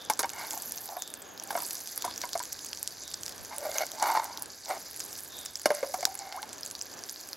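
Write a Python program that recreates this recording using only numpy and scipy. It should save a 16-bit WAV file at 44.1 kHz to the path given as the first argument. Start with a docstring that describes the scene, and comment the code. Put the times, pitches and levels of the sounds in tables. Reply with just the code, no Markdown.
"""Patty frying on a forest stove

Oil round a patty sizzles as dense ringing clicks and hiss; bursting drops pop as decaying resonant noise.
Spatula and stove knock on the pan (base tone, wall modes, crack) and scrape it (stick-slip clicks); it squeaks once.
A far bird whistles in narrow noise bands; air and flame are wide coloured noise.
A puff of air and one drop of fat reach the microphone."""
import sys
import numpy as np
from scipy import signal
from scipy.fft import rfft, irfft, next_fast_len
from scipy.io import wavfile

SR = 44100
rng = np.random.default_rng(int(sys.argv[2]) if len(sys.argv) > 2 else 0)


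def put_to_file(sound):
    """Save the sound as 16-bit audio at rate SR, in the file named by the first command-line argument."""
    columns = np.atleast_2d(sound).T  # one column per channel
    safe = np.clip(columns, -1, 1)
    whole_steps = np.round(safe * 32767)
    wavfile.write(sys.argv[1], SR, whole_steps.astype(np.int16))


N = 324576
TIME_S = np.arange(N) / SR

# forest air spectrum: hz, relative_db (per Hz)
AIR_COLOUR = [(30, -43), (90, -3.5), (150, -4.5), (290, 2.5), (410, 1), (560, 1), (760, 1), (1040, -2),
              (1340, -4.5), (1700, -1), (1950, -11.5), (2600, -11), (3400, -9.5), (6000, -31)]
# left-right correlation of air and flame: hz, correlation (-1..1)
AIR_CORRELATION = [(30, 0), (80, 0.97), (140, 0.0084), (300, 0.62), (1100, 0.37), (2000, 0.87)]
# flame rumble before trim: time_s, level_db
FLAME_LEVEL = [(0.0, -66.5), (1.6, -77), (2.03, -69), (2.71, -68), (3.26, -63), (3.54, -70.5), (4.71, -71),
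               (4.94, -67), (6.27, -70), (6.72, -69), (7.36, -78)]
# bird calls: start_s, level_db, pitch_hz (at the crest)
BIRD_WHISTLES = [(0.0, -48, 3580), (0.94, -50, 3640), (1.13, -64, 3560), (1.208, -53, 6600),
                 (1.95, -51.5, 3510), (2.99, -51.5, 3730), (5.28, -47, 3670)]
# oil bubbling round the patty before trim: time_s, level_db
OIL_LEVEL = [(0.0, -53), (0.18, -53), (0.61, -47), (0.96, -53), (1.21, -54), (1.47, -54), (1.66, -46.5),
             (2.79, -47), (3.2, -50), (4.0, -46), (4.28, -50), (4.49, -50), (5.02, -47), (5.56, -51),
             (5.86, -46), (6.44, -51), (7.2, -49), (7.36, -51)]
# sizzle flares as the patty slides or turns or the oil sloshes, before trim:
# crest_s, rise_s, fall_s, spray_db, sear_db
SIZZLE_FLARES = [(0.518, .33, .85, -51, -51), (1.6, .17, .6, -46, -51), (2.202, .15, .45, -47.5, -66),
                 (3.3, .5, .35, -52, -63), (3.78, .25, .12, -46, -50), (4.072, .1, .25, -44.5, -51),
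                 (4.72, .1, .3, -53, -58.5), (5.12, .3, .6, -46, -57), (5.952, .45, .22, -56, -61),
                 (7.13, .18, .7, -58, -60)]
# bubbling spectrum: hz, relative_db (per Hz)
BUBBLE_SPECTRUM = [(1000, -25.5), (1700, -2.5), (2500, -11), (3000, -31), (3700, -2), (4900, -2), (6500, 0),
                   (7200, -1.5), (8000, -18), (11000, -10.5), (15000, -32)]
# fat spray spectrum: hz, relative_db (per Hz)
SPRAY_SPECTRUM = [(4000, -40), (8300, -2), (9200, -1), (10200, 2.5), (12300, -12), (13600, -19),
                  (16000, -48)]
# searing spectrum: hz, relative_db (per Hz)
SEAR_SPECTRUM = [(900, -15), (2500, -13.5), (4500, -8), (7000, -1), (9000, -8.5), (12000, 4.5), (15800, -7)]
# loudest drops bursting in the fat: start_s, level_db (over 1 ms), pitch_hz, nominal_width_hz
LOUD_DROPS = [(0.136, -24.5, 5840, 1190), (0.5077, -24, 8400, 3900), (0.532, -26, 6940, 1300),
              (0.5764, -26, 8100, 4000), (0.7214, -21.5, 9600, 6400), (1.0216, -21, 5870, 2000),
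              (1.7534, -25.5, 6200, 5600), (1.8739, -27, 6200, 5500), (1.9773, -19.5, 10600, 1490),
              (2.0227, -22.5, 5170, 2300), (2.178, -23, 6600, 1200), (2.216, -23.5, 5400, 1200),
              (2.3316, -21.5, 5300, 1590), (2.394, -24.5, 6200, 5330), (2.529, -24, 8800, 7050),
              (2.647, -27, 6640, 900), (2.731, -24, 3950, 2980), (2.829, -20, 10400, 6340),
              (2.8755, -19.5, 4870, 6560), (3.1417, -21.5, 5500, 2000), (3.2336, -25, 5600, 4900),
              (3.2803, -26.5, 5900, 1300), (3.5828, -21.5, 8100, 6640), (3.7836, -15, 6400, 910),
              (4.026, -17.5, 7000, 4150), (4.3741, -25.5, 5240, 1720), (4.4229, -22, 11600, 6700),
              (5.0033, -23, 6570, 5600), (5.188, -30, 7300, 4500), (5.556, -21.5, 5500, 1200),
              (6.0078, -27.5, 6550, 2400), (6.0532, -10, 5600, 2950), (6.1905, -25.5, 6300, 2020),
              (6.3247, -30, 3330, 2560), (6.429, -28, 4940, 2500), (6.6618, -25.5, 7400, 2700),
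              (6.813, -22.5, 5760, 900), (7.038, -27.5, 6600, 3070), (7.331, -25, 4930, 890)]
# spatula and stove blows on the pan, before part trims:
# start_s, level_db, base_pitch_hz, wall_db (re level), crack_db (re level)
PAN_BLOWS = [(0.098, -18, 867, -11.5, -2), (0.191, -35.5, 905, -5, 17), (0.203, -33.5, 943, -7, 6.5),
             (0.232, -26, 782, -4, -20), (0.2416, -23, 932, -8, -28), (0.967, -29.5, 728, -17, -22),
             (1.504, -29, 817, -6, -8), (1.526, -34, 693, -18, -3), (1.551, -22.5, 689, -11, -25),
             (1.573, -27, 970, -10, -16), (1.621, -34, 960, -22, -9), (2.041, -28.5, 980, -17, -18),
             (2.047, -24.5, 718, -19, -3.5), (2.077, -29.5, 982, -18, -18), (2.236, -29, 970, -4, -26),
             (2.352, -23.5, 683, -18, -14), (2.4, -30.5, 982, -11, -24), (5.656, -15.5, 613, -3, -6),
             (5.703, -16, 603, -11, -20), (5.828, -21, 544, -17.5, -22), (5.94, -23, 744, -13, -9),
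             (6.027, -28, 710, -7, -13), (6.427, -35, 850, -7.5, -10)]
# pan wall resonances: pitch_hz, width_hz, relative_db
WALL_MODES = [(222, 120, -6), (330, 120, -4.5), (630, 117, 4.5), (750, 32, 6), (1060, 14, 6.5),
              (1410, 72, 1), (1603, 87, 5), (1865, 92, -1), (2141, 64, 7), (2300, 67, 1), (2893, 52, -5.5),
              (3614, 49, -2.5), (4530, 270, -5.5), (5500, 48, 1.5), (6200, 210, -5)]
# hard contact spectrum: hz, relative_db (per Hz)
CRACK_SPECTRUM = [(150, -15.5), (400, -0.5), (1500, -1.5), (2900, -13.5), (5200, 0.5), (6500, -0.5),
                  (8000, -4), (10500, 1.5), (16000, -17)]
# rubbing strokes on the pan, before part trims:
# crest_s, rise_s, fall_s, level_db, base_pitch_hz, base_width_hz, wall_db (re level)
RUB_STROKES = [(0.405, 0.11, 0.15, -42, 870, 200, 0), (0.54, 0.042, 0.068, -42, 790, 150, -20),
               (0.96, 0.2, 0.089, -45, 764, 160, -18), (1.56, 0.19, 0.13, -46, 766, 200, -9.5),
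               (3.53, 0.046, 0.075, -43, 885, 130, -6.5), (3.65, 0.09, 0.12, -36, 591, 70, -13),
               (3.815, 0.12, .045, -34, 630, 161, -2.5), (3.95, .06, .06, -49.5, 630, 89, -16),
               (4.04, 0.058, 0.29, -25.5, 885, 165, -10.5), (4.705, 0.033, 0.096, -32.5, 706, 223, -9),
               (5.78, 0.079, 0.12, -42, 620, 45, -4), (5.89, 0.052, 0.057, -43.5, 540, 40, -18),
               (5.995, 0.029, 0.046, -42, 565, 40, -21), (6.07, 0.036, 0.12, -45, 774, 40, -19),
               (6.36, 0.3, 0.093, -42.5, 780, 60.4, -8)]
# squeak of the pan's base: time_s, level_db, pitch_hz
SQUEAK_CURVE = [(6.362, -64, 974), (6.375, -34.5, 1010), (6.386, -41, 1156), (6.396, -44, 1550),
                (6.41, -56, 1680)]
# phase lead of the left port: hz, phase_rad
PORT_PHASE_LEAD = [(0, 0), (7670, 0.031), (9390, -1.2), (10500, 0.49), (11900, 0.49), (16500, -0.012)]

AIR_DB = -51
RESTING_SPRAY_DB, RESTING_SEAR_DB = -7, -17  # patty still; re bubbling, before trims
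# spatula holds the patty off the pan
LIFT_CREST_RISE_FALL_S, LIFT_DB = (1.33, .5, .15), -6
# random small drops: mean rate, exponent on spray gain, faintest level, range above it
DROPS_PER_S, DROPS_SPRAY_EXPONENT, DROP_MIN_DB, DROP_RANGE_DB = 27, .75, -35.5, 11
DROP_PITCH_HZ, DROP_WIDTH_HZ = (4170, 11250), (880, 7500)  # lowest, highest
SWELL_DB = 20  # change over one rise or fall time
PUFF_CREST_RISE_FALL_S, PUFF_DB = (3.42, 0.068, 0.054), -52
# drop of fat on the microphone: thump and short housing ring, as filter gains on an impulse
SPLAT_S, THUMP_GAIN_DB = 6.0537, 11
HOUSING_GAIN_DB, HOUSING_HZ, HOUSING_WIDTH_HZ = 12, 1550, 240
CUTOFF_HZ = 15900


def from_db(db):
    """Decibels to gain."""
    return 10 ** (np.asarray(db) / 20)


def rms_one(x):
    """Scale to rms 1."""
    return x / np.sqrt(np.mean(x ** 2) + 1e-20)


def head_one(x, seconds):
    """Scale energy to that of rms 1 held for the given time."""
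    return x / np.sqrt(np.sum(x ** 2) / (seconds * SR) + 1e-20)


def in_time(rows, t):
    """Columns of a curve table, interpolated at times t."""
    s, *columns = np.transpose(rows)
    return [np.interp(t, s, c) for c in columns]


def per_bin(points, size):
    """Table interpolated over log frequency at each transform bin."""
    hz, value = np.transpose(points)
    bin_hz = np.arange(size // 2 + 1) * SR / size
    return np.interp(np.log(bin_hz + 1), np.log(hz), value)


def colour(x, spectrum):
    """Minimum-phase filter with the given spectrum, built by folding the cepstrum."""
    n = x.shape[-1]
    size = 2 * next_fast_len(n // 2 + 2048)
    cepstrum = irfft(np.log(from_db(per_bin(spectrum, size))))
    cepstrum[1:size // 2] *= 2
    cepstrum[size // 2 + 1:] = 0
    response = np.exp(rfft(cepstrum))
    return irfft(rfft(x, size) * response)[..., :n]


def cut(x, hz, kind, order=2):
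    """Butterworth low- or high-pass."""
    sections = signal.butter(order, min(hz, .45 * SR), kind, fs=SR, output="sos")
    return signal.sosfilt(sections, x)


def resonator(hz, width_hz):
    """Coefficients of a two-pole resonance with about unit peak gain."""
    r = np.exp(-np.pi * width_hz / SR)
    return (1 - r * r) / 2 * np.array([1, 0, -1]), [1, -2 * r * np.cos(2 * np.pi * hz / SR), r * r]


def resonate(x, hz, width_hz):
    """Pass x through one resonance."""
    return signal.lfilter(*resonator(hz, width_hz), x + 1e-18)


def drift(knots_per_s, n):
    """Random piecewise-linear curve of rms 1."""
    knots = rng.standard_normal(8192)
    position = np.arange(n) / SR * knots_per_s % len(knots)
    return rms_one(np.interp(position, np.arange(len(knots)), knots))


def burst(t60_s, size):
    """Exponentially decaying noise."""
    return rng.standard_normal(size) * from_db(-60 * np.arange(size) / SR / t60_s)


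def grains(per_s, spread_db, n, limit=4.48):
    """Random clicks of either sign: many small, a few large."""
    sizes = from_db(spread_db * np.minimum(rng.exponential(1, n), limit))
    sizes = sizes * rng.choice([-1, 1], n)
    return sizes * (rng.random(n) < per_s / SR)


def swell(crest_s, rise_s, fall_s, roundness):
    """Gain that climbs to 1 at the crest and sinks again."""
    away = np.maximum((crest_s - TIME_S) / rise_s, (TIME_S - crest_s) / fall_s)
    gain, near = np.zeros(N), away < 3
    gain[near] = from_db(-SWELL_DB * away[near] ** roundness)
    return gain


def add(out, s, x):
    """Mix x into out from time s."""
    i = max(round(s * SR), 0)
    out[i:i + len(x)] += x[:N - i]


def wide_noise(spectrum):
    """Coloured stereo noise, rms 1; mid and side weights set the correlation."""
    alike = np.clip(per_bin(AIR_CORRELATION, N), -1, 1)
    mid, side = rfft(rng.standard_normal((2, N)))
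    stereo = np.sqrt(1 + alike) * mid + np.sqrt(1 - alike) * side * [[1], [-1]]
    return rms_one(colour(irfft(stereo, N), spectrum))


def surroundings(flame_trim_db=3.5, waver_db=2.0):
    """Wide forest air with a wavering level, plus the flame's low rumble."""
    rumble = wide_noise([(25, -45), (40, -18), (60, -10.5), (85, -7.5), (115, -9.5), (170, -13.5), (400, -45)])
    flame = from_db(in_time(FLAME_LEVEL, TIME_S)[0] + flame_trim_db) * rumble
    air = from_db(AIR_DB + waver_db * drift(6.3, N)) * wide_noise(AIR_COLOUR)
    return air + flame


def bird(swell_s=.09, width_hz=380, fall_hz_per_s=500):
    """Falling whistles, smeared by the trees into narrow noise bands that swell and fade."""
    out, t = np.zeros(N), TIME_S[:SR // 2]
    shape = (t / swell_s * np.exp(1 - t / swell_s)) ** 2
    for s, db, hz in BIRD_WHISTLES:
        in_phase, across = cut(rng.standard_normal((2, len(t))), width_hz / 2, "low")
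        phase = 2 * np.pi * np.cumsum(hz - fall_hz_per_s * (t - swell_s)) / SR
        call = rms_one(in_phase * np.cos(phase) + across * np.sin(phase))
        # a call at the very start enters at its crest
        begun = round(swell_s * SR) if s < swell_s else 0
        add(out, s, (from_db(db) * call * shape)[begun:])
    return out


def frying_strength(roundness=1.5):
    """Bubbling, spray and sear gains: all follow the oil; spray and sear also flare, summed as power."""
    lift_db = LIFT_DB * swell(*LIFT_CREST_RISE_FALL_S, roundness)
    bubbles = from_db(in_time(OIL_LEVEL, TIME_S)[0] + lift_db)
    spray_power = (bubbles * from_db(RESTING_SPRAY_DB)) ** 2
    sear_power = (bubbles * from_db(RESTING_SEAR_DB)) ** 2
    for s, rise, fall, spray_db, sear_db in SIZZLE_FLARES:
        flare = swell(s, rise, fall, roundness)
        spray_power = spray_power + (from_db(spray_db) * flare) ** 2
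        sear_power = sear_power + (from_db(sear_db) * flare) ** 2
    return bubbles, np.sqrt(spray_power), np.sqrt(sear_power)


def fizz(spectrum, per_s, spread_db, clump_db, hiss_db,
         bubble_width_hz=1100, patchy_db=2.5, scatter_db=-2.5):
    """Tiny bubbles burst in clumps, each ringing a few cycles, over even hiss; stereo, rms 1."""
    clicks = grains(per_s * from_db(clump_db * drift(45, N)), spread_db, N)
    pitches_hz = np.linspace(1800, 15200, num=16)
    dealt = rng.integers(0, len(pitches_hz), N)
    # each pitch reads the level curve at its own offset
    patches = from_db(patchy_db * drift(22, N))
    bubbles = np.zeros(N)
    for k, hz in enumerate(pitches_hz):
        ringing = resonate(clicks * (dealt == k), hz, bubble_width_hz)
        bubbles += ringing * np.roll(patches, rng.integers(N))
    # tearing films add broad ticks; the pan scatters both for a few ms
    direct = rms_one(rms_one(bubbles) + 0.44 * rms_one(clicks))
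    scatter = [rms_one(signal.fftconvolve(direct, burst(0.017, size=768))[:N]) for _ in range(2)]
    mid = direct + from_db(scatter_db) * scatter[0] + from_db(hiss_db) * rng.standard_normal(N)
    side = 0.12 * cut(scatter[1], 10200, "high")
    return rms_one(colour(mid + side * [[1], [-1]], spectrum))


def sizzle(bubbles, spray, sear, bubbles_trim_db=1.5, spray_trim_db=-1.5, sear_trim_db=9.5):
    """Oil bubbles round the patty and throws fine spray; wet meat hisses brightly on the metal."""
    bubbling = fizz(BUBBLE_SPECTRUM, per_s=4500, spread_db=4.5, clump_db=3.5, hiss_db=-3.0)
    spraying = fizz(SPRAY_SPECTRUM, per_s=3200, spread_db=8.0, clump_db=4.0, hiss_db=-29)
    searing = fizz(SEAR_SPECTRUM, per_s=3200, spread_db=6.0, clump_db=0.0, hiss_db=-31)
    return (bubbles * from_db(bubbles_trim_db) * bubbling
            + spray * from_db(spray_trim_db) * spraying
            + sear * from_db(sear_trim_db) * searing)


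def small_drops(spray):
    """Random rows shaped like LOUD_DROPS, denser where spray is strong; most are faint."""
    rate = spray ** DROPS_SPRAY_EXPONENT
    due = np.cumsum(rate / rate.mean()) * DROPS_PER_S / SR
    when, size, pitch, width = rng.random((600, 4))[:int(due[-1])].T
    start_s = np.interp(when * due[-1], due, TIME_S)
    level_db = DROP_MIN_DB + DROP_RANGE_DB * size ** 2
    pitch_hz = DROP_PITCH_HZ[0] * (DROP_PITCH_HZ[1] / DROP_PITCH_HZ[0]) ** pitch
    width_hz = DROP_WIDTH_HZ[0] * (DROP_WIDTH_HZ[1] / DROP_WIDTH_HZ[0]) ** width
    return list(zip(start_s, level_db, pitch_hz, width_hz))


def pops(spray, snap_t60_s=0.0037, tail_t60_s=0.073, tail_db=-19, tick_db=-17, tick_hz=1200):
    """A drop flashes to steam: a snap rings its cavity and spattered fat trails after it."""
    out, t = np.zeros(N), TIME_S[:1024]
    tail = from_db(tail_db) * .5 * from_db(-60 * t / tail_t60_s)
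    dying = from_db(-60 * t / snap_t60_s) + tail
    snaps = rng.standard_normal((700, len(t))) * dying
    ticks = cut(snaps, tick_hz, "high")
    for (s, db, hz, width), snap, tick in zip(LOUD_DROPS + small_drops(spray), snaps, ticks):
        cavity = resonate(resonate(snap, hz, 1.32 * width), hz, 2.1 * width)
        pop = cavity + from_db(tick_db) * tick
        add(out, s, from_db(db) * head_one(pop, 1 / 1000))
    return out


def pan_wall(x):
    """Wall modes in alternating sign; random strengths stand for the place of contact."""
    luck_db = rng.normal(0, 1.2, len(WALL_MODES))
    return sum((-1) ** k * from_db(db + luck_db[k]) * resonate(x, hz, width)
               for k, (hz, width, db) in enumerate(WALL_MODES))


def knocks(base_t60_s=0.063, base_db=-1.0, clack_db=-4.5, crack_trim_db=1.0,
           rattle_t60_s=0.011, rattle_db=-6, crack_t60_s=0.055,
           ring_hz=583, ring_width_hz=7, ring_db=1.0):
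    """Each blow rings the base, whose pitch shifts with its load, and cracks into the wall modes."""
    out, t = np.zeros(N), TIME_S[:SR // 3]
    size = len(t)
    for s, db, hz, wall_db, crack_db in PAN_BLOWS:
        rattle = head_one(burst(rattle_t60_s, size), 1 / SR)
        contact = signal.unit_impulse(size) + from_db(rattle_db) * rattle
        envelope = from_db(-60 * t / base_t60_s) * (1 - np.exp(-t / 0.0015))
        base = head_one(np.sin(2 * np.pi * hz * t) * envelope, 0.0046)
        # a blow near the free pan's note leaves it ringing
        base = base + from_db(ring_db) * resonate(base, ring_hz, ring_width_hz)
        clack = head_one(resonate(resonate(burst(0.098, size), hz, 280), hz, 1120), 0.0029)
        walls = head_one(pan_wall(contact), 0.0079)
        crack = head_one(colour(burst(crack_t60_s, size), CRACK_SPECTRUM), 0.0034)
        blow = (from_db(base_db) * base + from_db(clack_db) * clack
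                + from_db(wall_db) * walls + from_db(crack_db + crack_trim_db) * crack)
        add(out, s + 0.00097, from_db(db) * blow)
    return cut(out, 170, "high", order=3)


def scrapes(slips_per_s=450, spread_db=2.0, judder_db=3.0, base_db=2.0, wall_trim_db=2.0,
            grit_db=-7, body_db=-18, roundness=1.32):
    """Stick-slip sends dense uneven clicks into the pan; each stroke swells and fades."""
    out, n = np.zeros(N), SR
    for s, rise, fall, db, hz, width, wall_db in RUB_STROKES:
        start = max(round(s * SR) - n // 2, 0)
        push = swell(s, rise, fall, roundness)[start:start + n]
        slips = rms_one(grains(slips_per_s, spread_db, n, limit=5.4)) + .5 * rng.standard_normal(n)
        slips = slips * from_db(judder_db * drift(129.55, n))
        # contact point sets base pitch and damping
        base = cut(cut(resonate(slips, hz, width), 480, "high"), 1230, "low")
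        body = resonate(cut(slips, 140, "high"), 410, 110)
        # wall modes and grit share one level: both grow as contact hardens
        walls = cut(cut(pan_wall(slips), 1000, "high"), 6000, "low")
        grit = cut(cut(slips, 3500, "high"), 4000, "low")
        hard = rms_one(walls) + from_db(grit_db) * rms_one(grit)
        sound = (from_db(base_db) * rms_one(base) + from_db(body_db) * rms_one(body)
                 + from_db(wall_db + wall_trim_db) * hard)
        out[start:start + n] += from_db(db) * sound * push
    return out


def on_microphone(tick_gain_db=-2):
    """Puff and splat thump push the two ports oppositely; housing ring and tick are alike in both."""
    hit, together, opposed = signal.unit_impulse(2048), np.zeros(N), np.zeros(N)
    ring = from_db(HOUSING_GAIN_DB) * resonate(hit, HOUSING_HZ, HOUSING_WIDTH_HZ)
    tick = from_db(tick_gain_db) * cut(hit, 9300, "high")
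    add(together, SPLAT_S, ring + tick)
    add(opposed, SPLAT_S, from_db(THUMP_GAIN_DB) * cut(cut(hit, 1300, "low"), 60, "high"))
    wind = rms_one(cut(cut(rng.standard_normal(N), 100, "low"), 28, "high"))
    puff = from_db(PUFF_DB) * swell(*PUFF_CREST_RISE_FALL_S, roundness=2) * wind
    return together + (opposed + puff) * [[-1], [1]]


def squeak(rough=0.044):
    """As the pan slides into place, slips of its base lock into a rough rising note."""
    out, t = np.zeros(N), np.arange(SQUEAK_CURVE[0][0], SQUEAK_CURVE[-1][0], 1 / SR)
    db, hz = in_time(SQUEAK_CURVE, t)
    phase = 2 * np.pi * np.cumsum(hz * (1 + rough * drift(430, len(t)))) / SR
    add(out, t[0], from_db(db) * rms_one(np.sin(phase)))
    return out


def scene():
    """Pan close and central; ground and trees return a faint wide scatter."""
    bubbles, spray, sear = frying_strength()
    pan = sizzle(bubbles, spray, sear) + knocks() + scrapes() + squeak() + pops(spray)
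    returns = np.array([signal.fftconvolve(side, head_one(burst(0.14, size=4096), 1 / SR))[:N]
                        for side in pan])
    return pan + from_db(-25) * returns + bird() + surroundings() + on_microphone()


def record(dry):
    """Two microphone ports differ in treble colour and phase; an elliptic low-pass cuts the top."""
    left, right = dry
    left = irfft(rfft(left) * np.exp(1j * per_bin(PORT_PHASE_LEAD, N)), N)
    left = from_db(-1.26) * (left - 0.47 * resonate(left, 9200, 4200))
    right = from_db(-1.0) * (right + 0.24 * resonate(right, 11400, 1600))
    low_pass = signal.ellip(10, .1, 70, CUTOFF_HZ, fs=SR, output="sos")
    return signal.sosfilt(low_pass, np.array([left, right]))


dry = scene()
out = record(dry)
put_to_file(out)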